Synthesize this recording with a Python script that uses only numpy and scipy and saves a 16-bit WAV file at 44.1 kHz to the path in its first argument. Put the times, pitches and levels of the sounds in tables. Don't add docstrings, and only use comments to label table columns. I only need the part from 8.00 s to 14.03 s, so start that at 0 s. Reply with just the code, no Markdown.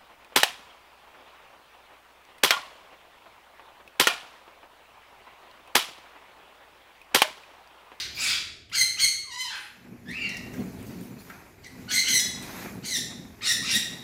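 import sys
import numpy as np
from scipy import signal
from scipy.io import wavfile
from scipy.ndimage import uniform_filter1d

SR = 44100
rng = np.random.default_rng(int(sys.argv[2]) if len(sys.argv) > 2 else 0)


def undo_db(level):
    steps = np.asarray(level, float) / 20
    return 10 ** steps


def int16_out(signal):
    q = np.round(np.clip(np.atleast_2d(signal).T, -1, 1) * 32767)
    wavfile.write(sys.argv[1], SR, q.astype(np.int16))


N = 266143
T = np.arange(N) / SR


def evened(x):
    return x / np.sqrt(np.mean(x ** 2) + 1e-20)


def read(points, hz):
    f, value = np.transpose(points)
    return np.interp(np.log(hz + 1), np.log(f + 1), value)


def gain_over_time(points):
    return undo_db(np.interp(T, *np.transpose(points)))


def add(mix, s, sound):
    part = mix[round(s * SR):][:len(sound)]
    part += sound[:len(part)]


def wobble(length, hz):
    r = np.exp(-2 * np.pi * hz / SR)
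    white = rng.standard_normal(length + 999)
    return evened(signal.lfilter([1], [1, -2 * r, r * r], white)[999:])


def noise(spectrum, patchy_db):
    frames, hz = N // 256 + 5, np.fft.rfftfreq(1024, 1 / SR)
    real, imaginary, patches = rng.standard_normal((frames, 513, 3)).T
    patches = uniform_filter1d(patches, size=12, axis=0)
    patches = evened(uniform_filter1d(patches, size=10, axis=1))
    f = np.transpose(spectrum)[0]
    inside = (hz >= f[0]) & (hz <= f[-1])
    gain = undo_db(read(spectrum, hz)[:, None] + patchy_db * patches) * inside[:, None]
    z = (real + 1j * imaginary) * gain
    return evened(signal.istft(z, nperseg=1024, noverlap=768)[1][:N])


def resonate(x, hz, width):
    turn = np.exp(2j * np.pi * hz * np.arange(len(x)) / SR)
    r = np.exp(-np.pi * width / SR)
    return 2 * (turn * signal.lfilter([1 - r], [1, -r], x / turn)).real


def bursts(rows, rise_db_s, fall_db_s):
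    s, db = np.transpose(rows)[:, :, None]
    slope_db = np.maximum(rise_db_s * (s - T), fall_db_s * (T - s))
    return np.sqrt((undo_db(np.maximum(db - slope_db, -200)) ** 2).sum(axis=0))


# f/Hz, level/dB
BEAK_RESPONSE = [(300, -75), (900, -26), (2000, -1), (3000, -2), (4300, -1), (5300, -3.5), (6400, -7.5),
                 (8500, -14), (10000, -19), (13000, -26), (16000, -32)]


def call(rows, gape, first_db):
    s, *columns = np.transpose(rows)
    t = np.arange(s[0], s[-1], 1 / SR)
    effort_db, hz, rough, bright_db = (np.interp(t, s, c) for c in columns)
    rough = np.clip(rough, 0, 1)
    hz = hz * (1 + .13 * rough * wobble(len(t), hz=200))
    turns, throb = np.cumsum(hz) / SR, wobble(len(t), hz=75)

    breath = rng.standard_normal(len(t)) * (0.2 + np.exp(-(turns % 1) / 0.5))
    f, _, z = signal.stft(breath, SR, nperseg=128)
    colour = read(BEAK_RESPONSE, f / gape)
    colour += bright_db.mean() * np.log2(f / 3000 + 0.099) - 5.6 * (f / 12000) ** 2
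    breath = evened(signal.istft(z * undo_db(colour)[:, None], SR, nperseg=128)[1][:len(t)])

    tone = 0
    for k in np.arange(1, 33) / 2:
        half_db = 0 if k % 1 == 0 else -22 + 21 * rough
        db = read(BEAK_RESPONSE, k * hz / gape) + first_db * (k <= 1)
        db += bright_db * np.log2(k * hz / 3000) + half_db
        db += (2 + 5 * rough) * wobble(len(t), hz=35)
        tone = tone + undo_db(db) * (k * hz < 16000) * np.cos(2 * np.pi * k * turns + k * k)
    tone /= np.sqrt(uniform_filter1d(tone ** 2, size=400) + 1e-9)
    voice = np.sqrt(1 - .8 * rough ** 2) * tone + rough ** 1.6 * breath
    return s[0], undo_db(effort_db + (0.5 + 0.68 * rough) * throb) * voice


def song(rows, rough, bright_db, first_db):
    top_db = max(row[1] for row in rows)
    rows = [(s, db, hz, rough, bright_db + 0.47 * (db - top_db)) for s, db, hz in rows]
    return call(rows, 1, first_db)


def birds(calls):
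    mix = np.zeros(N)
    for s, sound in calls:
        add(mix, s, sound)
    return mix


# start t/s, loudest t/s, end t/s, effort level/dB, f/Hz
RASPS = [
    (0, -0.005, 0.066, -26, 2293),
    (0.148, .32, 0.4, -23.5, 2400),
    (1.479, 1.549, 1.663, -36, 1600),
]
RASP_TILTS_DB = [2, 1.8, -9.5]
RASP_ROUGH = .47, .68, 1.


def rasps():
    edge_db, sag = -16.5, 0.14
    fresh, worn, spent = RASP_ROUGH
    calls = []
    for (start, top, end, db, hz), bright_db in zip(RASPS, RASP_TILTS_DB):
        arch = [(start, db + edge_db, hz, fresh, bright_db),
                (.6 * start + .4 * top, db - 2.5, 1.04 * hz, fresh, bright_db),
                (top, db, hz, worn, bright_db),
                (.4 * top + 0.59 * end, db - 9.5, hz * (1 - sag / 2), worn, bright_db),
                (end, db + edge_db, hz * (1 - sag), spent, bright_db)]
        calls.append(call(arch, gape=0.78, first_db=-9.5))
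    return calls


# f/Hz, t60/s
WALL_DECAY = [(250, 0.22), (1000, 0.62), (2600, 0.64), (7000, 0.55), (15000, 0.39)]


def walls(x):
    taps, at = np.zeros(SR), np.arange(200, SR - 20, 20)
    taps[at + rng.integers(0, 20, len(at))] = rng.choice([-1., 1.], len(at))
    taps[[173, 311, 467, 643, 853, 1087]] = 1.4 * np.array([1, -1, 1, 1, -1, 1])
    hz, t, z = signal.stft(taps, SR, nperseg=256)
    decay = undo_db(-60 * t / read(WALL_DECAY, hz)[:, None])
    tail = signal.istft(z * decay, SR, nperseg=256)[1]
    return signal.fftconvolve(x, tail / np.linalg.norm(tail))[:N]


# t/s, level/dB
HUM_LEVEL = [(0, -52.5), (.6, -57), (1, -58.5), (1.8, -67), (2.1, -52), (2.8, -47), (3.17, -60), (3.4, -54),
             (3.85, -55.5), (4.17, -57), (4.35, -49), (5.15, -55.5), (5.55, -52), (6.03, -59)]
# f/Hz, level/dB per Hz
HUM_SPECTRUM = [(15, -70), (25, -64), (86, 1.5), (171, -10.5), (287, -9), (321, -11.5), (390, -6),
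                (467, -20), (700, -15), (910, -62), (1540, -120)]


def street_hum():
    return gain_over_time(HUM_LEVEL) * noise(HUM_SPECTRUM, patchy_db=0.0)


# t/s,
# level/dB
FLUTTER = [(0, -75), (.2, -54), (.68, -83), (.72, -59), (1.3, -71.5), (1.75, -65), (2.05, -64), (2.47, -56),
           (3, -56.5), (3.2, -61), (3.29, -55.5), (3.58, -63.5), (3.82, -56.5), (4.36, -56.5),
           (4.45, -47.5), (4.62, -44.5), (4.8, -56.5), (5.35, -61), (6.03, -54.5)]


def flutter():
    return gain_over_time(FLUTTER)


# t/s, thump level/dB
STROKES = [(.242, -54), (.4, -60), (1.91, -42.5), (2.1, -41.5), (2.27, -39.5), (2.45, -36.5), (2.61, -31),
           (2.69, -45), (2.78, -38), (2.9, -37.5), (3.01, -38), (3.13, -37.5), (3.33, -56.5), (3.8, -42.5),
           (3.92, -44), (4.13, -39), (4.3, -40.5), (4.43, -41.5), (4.67, -39.5), (4.79, -38), (5.02, -38),
           (5.09, -58), (5.19, -39), (5.59, -37.5), (5.76, -37.5), (5.93, -41.5)]
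# f/Hz, bandwidth/Hz, level/dB
AIR_MODES = [(134.4, 30, -3.5), (191.2, 52, 5), (234.7, 31, 0), (289.6, 140, -7)]
# f/Hz, level/dB
SWISH_SPECTRUM = [(300, 0), (450, -2), (850, -0.5), (1300, -6), (2500, -4), (5000, -59)]


def wings():
    shove = rng.standard_normal(N) * undo_db(1.8 * wobble(N, hz=28.4))
    thump = np.zeros(N)
    for hz, width, db in AIR_MODES:
        mode = resonate(resonate(shove, hz, 1.51 * width), hz, 1.51 * width)
        thump += undo_db(db) / np.sqrt(width) * mode
    swish = noise(SWISH_SPECTRUM, patchy_db=1.0) * undo_db(3.05 + 2.4 * wobble(N, hz=37))
    effort = flutter()
    beat = bursts(STROKES, rise_db_s=170, fall_db_s=127) + undo_db(-5.5) * effort
    swish_gain = undo_db(-53.5) * (effort / undo_db(-53.5)) ** 0.95
    return beat * evened(thump) + swish_gain * swish


# f/Hz, level/dB per Hz
FEATHER_SPECTRUM = [(530, -21.5), (900, -4), (1820, -1.5), (2760, -6.5), (3770, -4.5), (7010, -5),
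                    (8580, -12), (12300, -5), (15600, -11)]
# t/s, level/dB
VANES = [
    (2.538, -50.5),
    (2.79, -58.5),
    (2.87, -52),
    (3.0, -55.5),
    (3.19, -54),
]
# f/Hz, level/dB
VANE_SPECTRUM = [(2500, -10), (4000, -6.5), (9000, -13), (15700, -7)]


def rustle():
    body = noise(FEATHER_SPECTRUM, patchy_db=1.8) * flutter()
    flicks = bursts(VANES, rise_db_s=917, fall_db_s=75) * undo_db(-1.5)
    vanes = noise(VANE_SPECTRUM, patchy_db=6.0) * flicks
    return (body + vanes) * undo_db(0.42 * wobble(N, hz=25.8))


# t/s, peak level/dB, centre f/Hz,
# t60/s
TICKS = [(.697, -48, 2970, 0.049), (1.551, -54, 10000, 0.34), (1.599, -53.5, 9300, 0.35),
         (1.649, -61, 10400, .3), (2.108, -47.5, 9000, 0.014), (2.113, -44.5, 10100, 0.018),
         (2.288, -53, 9600, 0.086), (2.292, -38, 5500, 0.052), (2.345, -46, 6000, 0.027),
         (2.369, -36.5, 5400, 0.035), (2.372, -47, 9400, 0.035), (2.537, -48, 6550, 0.033),
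         (2.54, -43, 1820, 0.068), (2.66, -52, 8000, .015), (2.828, -46, 9050, .015),
         (2.867, -48, 7000, .015), (3.01, -50, 9000, .02), (3.299, -39, 1460, 0.068),
         (3.302, -48, 1980, 0.056), (3.646, -44, 5550, 0.014), (3.663, -50, 5900, 0.022),
         (3.671, -47, 8550, 0.016), (4.425, -41.5, 8750, 0.057), (4.43, -38, 3460, 0.033),
         (4.749, -52, 9650, 0.029)]


def ticks():
    mix, t = np.zeros(N), np.arange(2500) / SR
    for s, db, hz, t60 in TICKS:
        snap = evened(resonate(rng.standard_normal(len(t)), hz, 0.17 * hz))
        add(mix, s, undo_db(db - 60 * t / t60) * snap)
    return mix


# start t/s, upward crack t/s, end t/s, effort level/dB, held f/Hz
SHRIEKS = [
    (0.716, 0.757, .84, -16, 2125),
    (0.971, 1.001, 1.066, -13, 2172),
    (3.622, 3.646, 3.685, -39.5, 2056),
    (3.878, 3.917, 4.015, -17, 2108),
    (4.038, 4.086, 4.2, -18.5, 2060),
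    (4.824, 4.851, 4.99, -23.5, 2059),
    (5.409, 5.472, 5.54, -19, 1856),
    (5.621, 5.718, 5.785, -19.5, 1852),
]
# opening f/Hz, pitch sag as a share, swell level/dB, fundamental level/dB
THROATS = [(953, 0.054, 4.5, -4), (1173, 0.0437, 6.5, -7), (1560, 0.034, 5, 12), (1314, 0.0079, 5.5, 2),
           (1400, 0.0995, 2, 2), (1317, .24, 8, 1.5), (944, 0.026, 1.5, 6), (986, 0.0086, 1.5, 2)]
HOARSE = [.15, .14, .26, .27, .22, .26, .24, .26]
BRIGHT_DB = [4.1, 2.4, 1.6, 5.2, 5.8, 6.5, 5.7, 5.9]


def shriek(start, crack, end, db, hz, first_hz, sag, swell_db, first_db, rough, bright_db):
    open_s, crack_s, close_s = .013, .008, 0.02006
    closed_db, strain_rough = -22, .22
    dull_db, low_bright_db = -15, -1.5
    low_hz = .76 * hz
    strained, cracked_db = rough + strain_rough, db - swell_db
    half_strained = rough + strain_rough / 2
    low = [(start, cracked_db - 22, first_hz, rough, dull_db),
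           (start + open_s, cracked_db - 13, .4 * first_hz + .6 * low_hz, half_strained, low_bright_db),
           (crack, cracked_db - 1.5, low_hz, strained + strain_rough / 2, bright_db / 2),
           (crack + crack_s, cracked_db + closed_db, low_hz, strained, low_bright_db)]
    high = [(crack - crack_s, cracked_db + closed_db, hz * (1 + sag / 2), strained, bright_db),
            (crack, cracked_db - 3.5, hz * (1 + sag / 2), strained, bright_db),
            ((crack + end) / 2, db - 0.61 * swell_db, hz, rough, bright_db),
            (end - close_s, db, hz * (1 - sag / 2), rough, bright_db),
            (end, db + closed_db, hz * (1 - 1.02 * sag), strained, bright_db)]
    return [call(low, gape=0.9, first_db=-4.5), call(high, gape=0.96, first_db=first_db)]


def shrieks():
    calls = []
    for times, throat, rough, bright_db in zip(SHRIEKS, THROATS, HOARSE, BRIGHT_DB):
        calls += shriek(*times, *throat, rough, bright_db)
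    return calls


# t/s, effort level/dB, f/Hz
WARBLE = [
    (1.24, -59, 1269),
    (1.281, -51.5, 1051),
    (1.323, -37, 966.5),
    (1.376, -38.5, 999.6),
    (1.409, -27.5, 1042),
    (1.46, -39.5, 958),
    (1.55, -41, 838),
    (1.64, -62, 828),
]


def warble():
    return song(WARBLE, rough=0.148, bright_db=3.9, first_db=17.3)


# t/s, effort level/dB, f/Hz
ARCHING = [
    (2.056, -56.5, 1598),
    (2.1, -38.5, 1895),
    (2.15, -44.5, 2548),
    (2.245, -37, 2258),
    (2.28, -41.5, 2078),
    (2.37, -46.5, 1853),
    (2.4, -70, 1840),
]
# t/s, effort level/dB, f/Hz
HELD = [
    (2.14, -38.5, 2507),
    (2.175, -36.5, 2758),
    (2.22, -39, 2800),
    (2.265, -33.5, 2740),
    (2.285, -56, 2610),
]


def far_bird():
    return [song(ARCHING, rough=0.272, bright_db=-3.1, first_db=5.6),
            song(HELD, rough=0.2, bright_db=-0.64, first_db=24.0)]


# t/s, effort level/dB, f/Hz
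VOICE_DROP = [
    (4.196, -21, 1720),
    (4.23, -38, 1703),
    (4.256, -60, 1740),
]


def voice_drop():
    return song(VOICE_DROP, rough=0.097, bright_db=7.8, first_db=-2.5)


def scene():
    near = birds(rasps() + shrieks() + [warble(), voice_drop()])
    far, small = birds(far_bird()), ticks()
    echo = walls(undo_db(-2.5) * near + undo_db(1.0) * far + undo_db(-3.0) * small)
    direct = undo_db(-3.5) * near + undo_db(-0.5) * far + small
    return (direct + echo + wings() + rustle() + street_hum())[None]


def top_cut(x):
    return signal.sosfilt(signal.butter(12, 15740, fs=SR, output="sos"), x)


def record(dry):
    thud = signal.lfilter(*signal.butter(1, [50, 450], "band", fs=SR), dry ** 2)
    return top_cut(dry + 0.65 * thud)


dry = scene()
out = record(dry)
int16_out(out)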